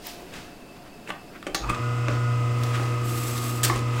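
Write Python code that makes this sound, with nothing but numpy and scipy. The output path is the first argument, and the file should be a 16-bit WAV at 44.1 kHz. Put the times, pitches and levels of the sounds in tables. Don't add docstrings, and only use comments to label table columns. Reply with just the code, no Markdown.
import sys
import numpy as np
from scipy import signal
from scipy.fft import rfft, irfft
from scipy.io import wavfile

SR = 44100
rng = np.random.default_rng(int(sys.argv[2]) if len(sys.argv) > 2 else 0)


def log_audio(samples):
    frames = np.atleast_2d(samples).T
    limited = np.clip(frames, -1, 1)
    pcm = np.round(limited * 32767).astype(np.int16)
    wavfile.write(sys.argv[1], SR, pcm)


N = 176400
T = np.arange(N) / SR

# time_s, turns_per_s
MOTOR_SPEED = [(1.56, 0), (1.63, 13), (1.70, 27.5), (1.75, 29), (1.80, 29.77), (3.03, 29.78), (3.14, 29.45),
               (3.33, 29.25), (3.54, 29.42), (3.63, 29.77), (3.94, 29.77), (4.0, 29.1)]
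# time_s, level_db
HUM_LEVEL = [(1.55, -67), (1.62, -42), (1.73, -31.5), (1.78, -39), (1.80, -29), (1.85, -26), (2.08, -25),
             (2.3, -23), (2.72, -24.5), (3.02, -26), (3.33, -29), (3.6, -28.5), (3.66, -24), (3.78, -28),
             (3.85, -25.5), (4.0, -25)]
# level_db, drop_while_cutting_db
BUZZ_LEVELS = [(-44, -3), (-50, -3), (-43.5, 1.5), (-48.5, 7), (-59, 4)]
WHINE_PITCHES = [(34, 0), (34, 1), (33, 2), (34, 2), (35, 2), (68, 0), (68, 1), (68, 4), (68, 5)]
# level_db, drop_while_cutting_db
WHINE_LEVELS = [(-45.5, 12), (-52.5, -4.5), (-58.5, -3), (-39.5, 0.5), (-46.5, 4.5), (-49.5, 7), (-56, -4),
                (-56, 0), (-58.5, 1)]
# pitch_hz, level_db_per_hz
BEARING_NOISE = [(30, -83.5), (110, -59.5), (200, -78.5), (330, -61.5), (420, -78.5), (700, -72),
                 (880, -76.5), (1080, -71), (1220, -66), (1400, -73), (1650, -80.5), (2100, -78),
                 (2300, -81), (2620, -73.5), (3000, -81.5), (4400, -89), (5000, -84), (5700, -90),
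                 (8200, -88.5), (9800, -102), (15500, -106)]
# time_s, gain_db
CUT_STRENGTH = [(3.0, -23), (3.06, -1.5), (3.2, 1), (3.36, 1.5), (3.5, 1.5), (3.57, -1), (3.62, -10),
                (3.66, -38)]
def motor():
    mains_hz, repeat_share, throb_depth = 60, 0.53, 0.087
    speed = curve(MOTOR_SPEED)
    turns = np.cumsum(speed) / SR
    speed_share = speed / speed.max()
    load = swell(CUT_STRENGTH) / swell(CUT_STRENGTH).max()
    hum_phase = 2 * np.pi * 2 * mains_hz * T
    out = swell(HUM_LEVEL) * tone(hum_phase)
    for multiple, (db, drop_db) in enumerate(BUZZ_LEVELS, start=2):
        gain = speed_share * amp(db - drop_db * load + drift(rate_hz=1.8))
        out += gain * tone(multiple * hum_phase + 2 * np.pi * rng.random())
    for (speed_multiple, hum_multiple), (db, drop_db) in zip(WHINE_PITCHES, WHINE_LEVELS):
        gain = speed_share * amp(db - drop_db * load + 0.7 * drift(rate_hz=8))
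        out += gain * tone(2 * np.pi * speed_multiple * turns + hum_multiple * hum_phase)
    one_turn = rng.standard_normal(int(SR / speed.max()))
    repeating = one_turn[(turns % 1 * len(one_turn)).astype(int)] * speed_share
    rubbing = np.sqrt(repeat_share) * repeating + np.sqrt(1 - repeat_share) * rng.standard_normal(N)
    throb = 1 + throb_depth * np.sin(hum_phase)
    return out + coloured(rubbing * speed_share * throb, BEARING_NOISE)


# pitch_hz, level_db_per_hz
MEAT_HISS = [(1000, -79.5), (1700, -79.5), (3000, -80), (5000, -81.5), (8000, -85), (10000, -85),
             (15500, -87)]
# pitch_hz, width_hz, gain_db
BLADE_RING = [(4450, 140, -13.5), (4950, 210, -12.5), (5500, 150, -11), (6480, 150, -7), (7330, 170, -5),
              (7960, 210, -1), (9330, 180, -6.5), (9700, 140, -13), (10900, 180, -6.5), (12340, 140, -7),
              (13900, 220, -6)]
# time_s, gain_db
RASP_STRENGTH = [(3.05, -15), (3.2, -16), (3.36, -4), (3.38, 7), (3.4, -2), (3.5, -11), (3.6, -3)]
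# pitch_hz, level_db_per_hz
RASP_NOISE = [(1200, -97), (2000, -93), (3600, -75.5), (4900, -81), (6000, -87), (9000, -99)]
def cutting():
    hiss = coloured(friction(grain_db=0.5), MEAT_HISS)
    ringing = amp(-42) * resonate(friction(grain_db=0.5), BLADE_RING)
    rasp = coloured(friction(grain_db=3.1), RASP_NOISE)
    surge = amp(1.6 * drift(rate_hz=25))
    return (swell(CUT_STRENGTH) * (hiss + ringing) + swell(RASP_STRENGTH) * rasp) * surge


# time_s, level_db
RATTLE_LEVEL = [(1.60, -61), (1.64, -36.5), (1.68, -40), (1.70, -24.5), (1.72, -34), (1.742, -27),
                (1.775, -46), (1.83, -70)]
# pitch_hz, width_hz, gain_db
CASING_RING = [(1220, 86, 8), (2560, 68, -2.5), (2150, 300, -9), (770, 300, -4.5), (324, 45, 0.5)]
# start_s, length_s, pitch_hz, level_db
ROCKING = [(1.475, .11, 27, -44), (1.589, 0.16, 49.6, -31.5), (3.712, .11, 52, -37)]
def shudder():
    out = swell(RATTLE_LEVEL) * resonate(friction(grain_db=5.5), CASING_RING)
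    for start_s, length_s, hz, db in ROCKING:
        t = T[:int(length_s * SR)]
        envelope = np.sin(np.pi * t / length_s)
        add(out, start_s, amp(db) * envelope * tone(2 * np.pi * hz * t))
    return out


# time_s, level_db
SINGING_LEVEL = [(1.76, -66), (1.84, -44.5), (2.1, -48.5), (2.28, -40), (2.37, -57)]
def singing():
    pitch_hz = 1439 + 5 * drift(rate_hz=12)
    waver = amp(2 * drift(rate_hz=25))
    return swell(SINGING_LEVEL) * waver * tone(2 * np.pi * np.cumsum(pitch_hz) / SR)


# start_s, gain_db
CLACK_HITS = [(3.6317, -2.5), (3.6364, 0.5), (3.647, 0), (3.65, -13), (3.6625, -20), (3.680, -12)]
# pitch_hz, level_db_per_hz
CLACK_NOISE = [(200, -77), (900, -76), (1500, -54), (2400, -64), (3300, -54), (5500, -61), (7900, -51),
               (10000, -59.5), (15500, -62)]
# start_s, gain_db
STOP_HITS = [(3.6955, -9), (3.6985, 2), (3.7012, 2)]
# pitch_hz, level_db, ring_s
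STOP_TONES = [(330, -33.5, 0.089), (760, -25.5, 0.02), (896, -21, 0.029), (1106, -18.5, .025),
              (1714, -29, 0.062), (2060, -21.5, .02)]
# start_s, gain_db
BUMP_HITS = [(2.0833, 4), (2.7981, -0.5)]
# pitch_hz, level_db, ring_s
BUMP_TONES = [(292, -30, 0.053), (410, -34.5, 0.055), (553, -26, 0.032), (665, -30.5, 0.041),
              (1000, -46, 0.017)]
def carriage_knocks():
    out = np.zeros(N)
    for start_s, db in BUMP_HITS:
        add(out, start_s, amp(db) * ring(BUMP_TONES))
    for start_s, db in CLACK_HITS:
        add(out, start_s, amp(db) * crack(CLACK_NOISE, fade_s=0.0074))
    for start_s, db in STOP_HITS:
        add(out, start_s, amp(db) * ring(STOP_TONES))
    return out


# time_s, level_db
RUMBLE_LEVEL = [(2.6, -52), (2.85, -55), (3.1, -39.5), (3.3, -42.5), (3.6, -48.5), (3.8, -37.5), (4.0, -51)]
# pitch_hz, width_hz, gain_db
FRAME_RING = [(192, 46, -9.5), (240, 32, -4), (323, 39, 1.5), (357, 21, 1.5), (510, 76, -7)]
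def sliding():
    return swell(RUMBLE_LEVEL) * resonate(rng.standard_normal(N), FRAME_RING)


BANDS_HZ = (120, 350, 800, 1400, 2800, 5200, 8000, 13000)
# start_s, fade_s, then level_db_per_hz for each band
SWITCH_CLICKS = [(1.4669, 0.0066, -74, -48.5, -59, -61, -61, -75.5, -71, -94),
                 (1.546, 0.0066, -62, -53.5, -53, -52.5, -57.5, -57, -64.5, -69.5)]
# pitch_hz, level_db, ring_s
SWITCH_TONES = [(325, -40, 0.29), (787, -35, .08), (1755, -36, .1), (2560, -43, 0.044), (3300, -40, 0.15),
                (3660, -48, .17), (4510, -32, 0.083), (5125, -52, .18)]
# pitch_hz, level_db_per_hz
SPRING_NOISE = [(2500, -96), (3600, -65), (5400, -70), (6000, -71), (6600, -64), (7200, -74), (7900, -96)]
def switch():
    out = clicks(SWITCH_CLICKS)
    snap_s = SWITCH_CLICKS[-1][0]
    add(out, snap_s, ring(SWITCH_TONES))
    add(out, snap_s, crack(SPRING_NOISE, fade_s=0.042))
    return out


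# start_s, gain_db
SLICE_TICKS = [(3.731, -4), (3.741, 1), (3.759, 1), (3.777, 0), (3.791, 1), (3.805, -5)]
# pitch_hz, level_db_per_hz
TICK_NOISE = [(400, -68), (2000, -73), (4000, -68), (9000, -70), (15000, -78)]
def slice_ticks():
    out = np.zeros(N)
    for start_s, db in SLICE_TICKS:
        add(out, start_s, amp(db) * crack(TICK_NOISE, fade_s=0.0014))
    return out


# start_s, fade_s, then level_db_per_hz for each band
LIGHT_TAPS = [(.0688, 0.0011, -80, -74, -81, -62, -59, -62, -70, -58),
              (.337, 0.0057, -84, -70, -76, -69, -67, -80, -81, -94),
              (1.0751, 0.0019, -83, -67, -74, -65, -58, -94, -86, -92),
              (1.1028, 0.0034, -74, -62.5, -55.5, -52, -56, -79, -84, -83),
              (1.4265, 0.0025, -80, -75, -72, -59.5, -66, -84, -82, -95),
              (1.695, 0.012, -50, -66, -68, -70, -63, -76, -71.5, -86),
              (1.746, 0.004, -75, -74, -70, -63, -64.5, -75, -77, -98),
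              (2.0828, .0018, -62, -52, -48, -48.5, -52, -65.5, -69, -88),
              (2.4027, 0.0017, -75, -61, -70, -72, -78, -87, -88, -96),
              (2.6339, .005, -81, -70, -72, -73, -68, -68, -74, -79),
              (2.7975, 0.0038, -69, -52, -54, -61, -70, -86, -90, -96)]
def taps():
    return clicks(LIGHT_TAPS)


# peak_s, rise_s, fall_s, then level_db_per_hz for each band
HANDLING_RUBS = [(.075, 0.034, 0.07, -87, -84, -74, -79, -76, -76, -83, -87),
                 (.20, .05, 0.17, -77, -68, -83, -86, -88, -98, -100, -100),
                 (0.364, 0.041, 0.087, -68.5, -71, -76.5, -73.5, -77, -82, -88, -98),
                 (.765, 0.0089, 0.017, -85, -78, -82, -82, -87, -95, -100, -106),
                 (.87, 0.024, 0.026, -82, -81, -81, -80, -89, -101, -102, -108),
                 (1.094, 0.013, 0.02, -78, -64, -73, -71, -71, -88, -83.5, -100),
                 (1.36, .02, 0.02, -85, -70, -79, -71.5, -81, -95, -102, -104),
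                 (2.105, 0.014, 0.075, -64, -60, -76, -64, -84, -79, -92, -101),
                 (2.66, 0.091, 0.16, -89, -80, -71, -75, -82, -83, -87, -94),
                 (2.754, 0.018, 0.024, -78, -69, -78, -63, -67.5, -79, -81, -94),
                 (2.83, 0.15, 0.16, -82, -60.5, -79, -71, -79, -83.5, -86, -95),
                 (3.655, 0.016, 0.062, -67, -59, -69, -65, -69, -65, -79, -91),
                 (3.76, 0.03, .035, -62, -55.5, -72, -72, -71, -80, -77.5, -101),
                 (3.99, 0.082, .06, -75, -68, -73, -72, -74, -81.5, -85, -93)]
def rubs():
    out = np.zeros(N)
    for peak_s, rise_s, fall_s, *levels in HANDLING_RUBS:
        envelope = np.exp(-np.maximum((peak_s - T) / rise_s, (T - peak_s) / fall_s))
        out += envelope * coloured(friction(grain_db=1), list(zip(BANDS_HZ, levels)))
    return out


# pitch_hz, gain_db
ECHO_COLOUR = [(100, 11), (400, 10), (5000, 0.5), (14000, -2)]
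def kitchen_echo(sound):
    ring_s, rise_s, echo_db = 0.33, 0.0013, -7
    t = T[:SR // 2]
    envelope = np.exp(-np.log(1000) * t / ring_s) * (1 - np.exp(-t / rise_s))
    tail = coloured(rng.standard_normal(len(t)), ECHO_COLOUR) * envelope
    tail /= np.sqrt(np.sum(tail ** 2))
    return amp(echo_db) * signal.fftconvolve(sound, tail)[:N]


# pitch_hz, level_db_per_hz
AIR_NOISE = [(25, -69.5), (70, -81.5), (150, -72.5), (310, -72), (480, -78), (600, -77.5), (700, -80),
             (850, -83.5), (1500, -87.5), (2300, -91.5), (2630, -88), (3050, -93), (5100, -97.5),
             (5800, -99), (8000, -98.5), (10000, -102), (15500, -104)]
# pitch_hz, width_hz, gain_db
DUCT_RING = [(706.3, 6.9, 0), (2620, 24, -5.5), (4600, 140, -10), (5140, 31, -11.5)]
def room_air():
    rush = coloured(rng.standard_normal(N), AIR_NOISE)
    return rush + amp(-54) * resonate(rng.standard_normal(N), DUCT_RING)


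def amp(db):
    return 10 ** (np.asarray(db) / 20)


def rms_one(x):
    return x / np.sqrt(np.mean(x ** 2) + 1e-20)


def tone(phase):
    return np.sqrt(2) * np.sin(phase)


def curve(rows):
    return np.interp(T, *np.transpose(rows))


def swell(rows):
    return amp(np.interp(T, *np.transpose(rows), left=-150, right=-150))


def drift(rate_hz):
    f = np.fft.rfftfreq(N, 1 / SR)
    return rms_one(irfft(rfft(rng.standard_normal(N)) / (1 + (f / rate_hz) ** 2), N))


def coloured(noise, spectrum):
    hz, db = np.transpose(spectrum)
    f = np.maximum(np.fft.rfftfreq(len(noise), 1 / SR), 1)
    gain = amp(np.interp(np.log(f), np.log(hz), db))
    return irfft(rfft(noise) * gain, len(noise)) * np.sqrt(SR / 2)


def resonate(x, peaks):
    out = np.zeros(len(x))
    for k, (hz, width_hz, db) in enumerate(peaks):
        band = signal.lfilter(*signal.iirpeak(hz, hz / width_hz, fs=SR), x)
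        out += amp(db) * rms_one(band) * (-1) ** k
    return rms_one(out)


def friction(grain_db):
    return rms_one(rng.standard_normal(N) * amp(grain_db * drift(rate_hz=330)))


def add(out, start_s, sound):
    i = int(start_s * SR)
    out[i:i + len(sound)] += sound[:N - i]


def crack(spectrum, fade_s, rise_s=0.00055):
    t = T[:SR // 10]
    envelope = np.exp(-t / fade_s) * (1 - np.exp(-t / rise_s))
    return coloured(rng.standard_normal(len(t)), spectrum) * envelope


def clicks(rows):
    out = np.zeros(N)
    for start_s, fade_s, *levels in rows:
        add(out, start_s, crack(list(zip(BANDS_HZ, levels)), fade_s))
    return out


def ring(tones):
    t = T[:SR // 2]
    return sum(amp(db) * np.exp(-np.log(1000) * t / ring_s) * np.sin(2 * np.pi * hz * t) * (-1) ** k
               for k, (hz, db, ring_s) in enumerate(tones))


def scene():
    machine = motor() + cutting() + shudder() + singing() + sliding()
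    hits = carriage_knocks() + switch() + slice_ticks() + taps()
    return (machine + hits + rubs() + kitchen_echo(hits) + room_air())[None]


def record(dry):
    cutoff_hz = 15850
    return signal.sosfilt(signal.ellip(14, .2, 110, cutoff_hz, fs=SR, output="sos"), dry)


dry = scene()
out = record(dry)
log_audio(out)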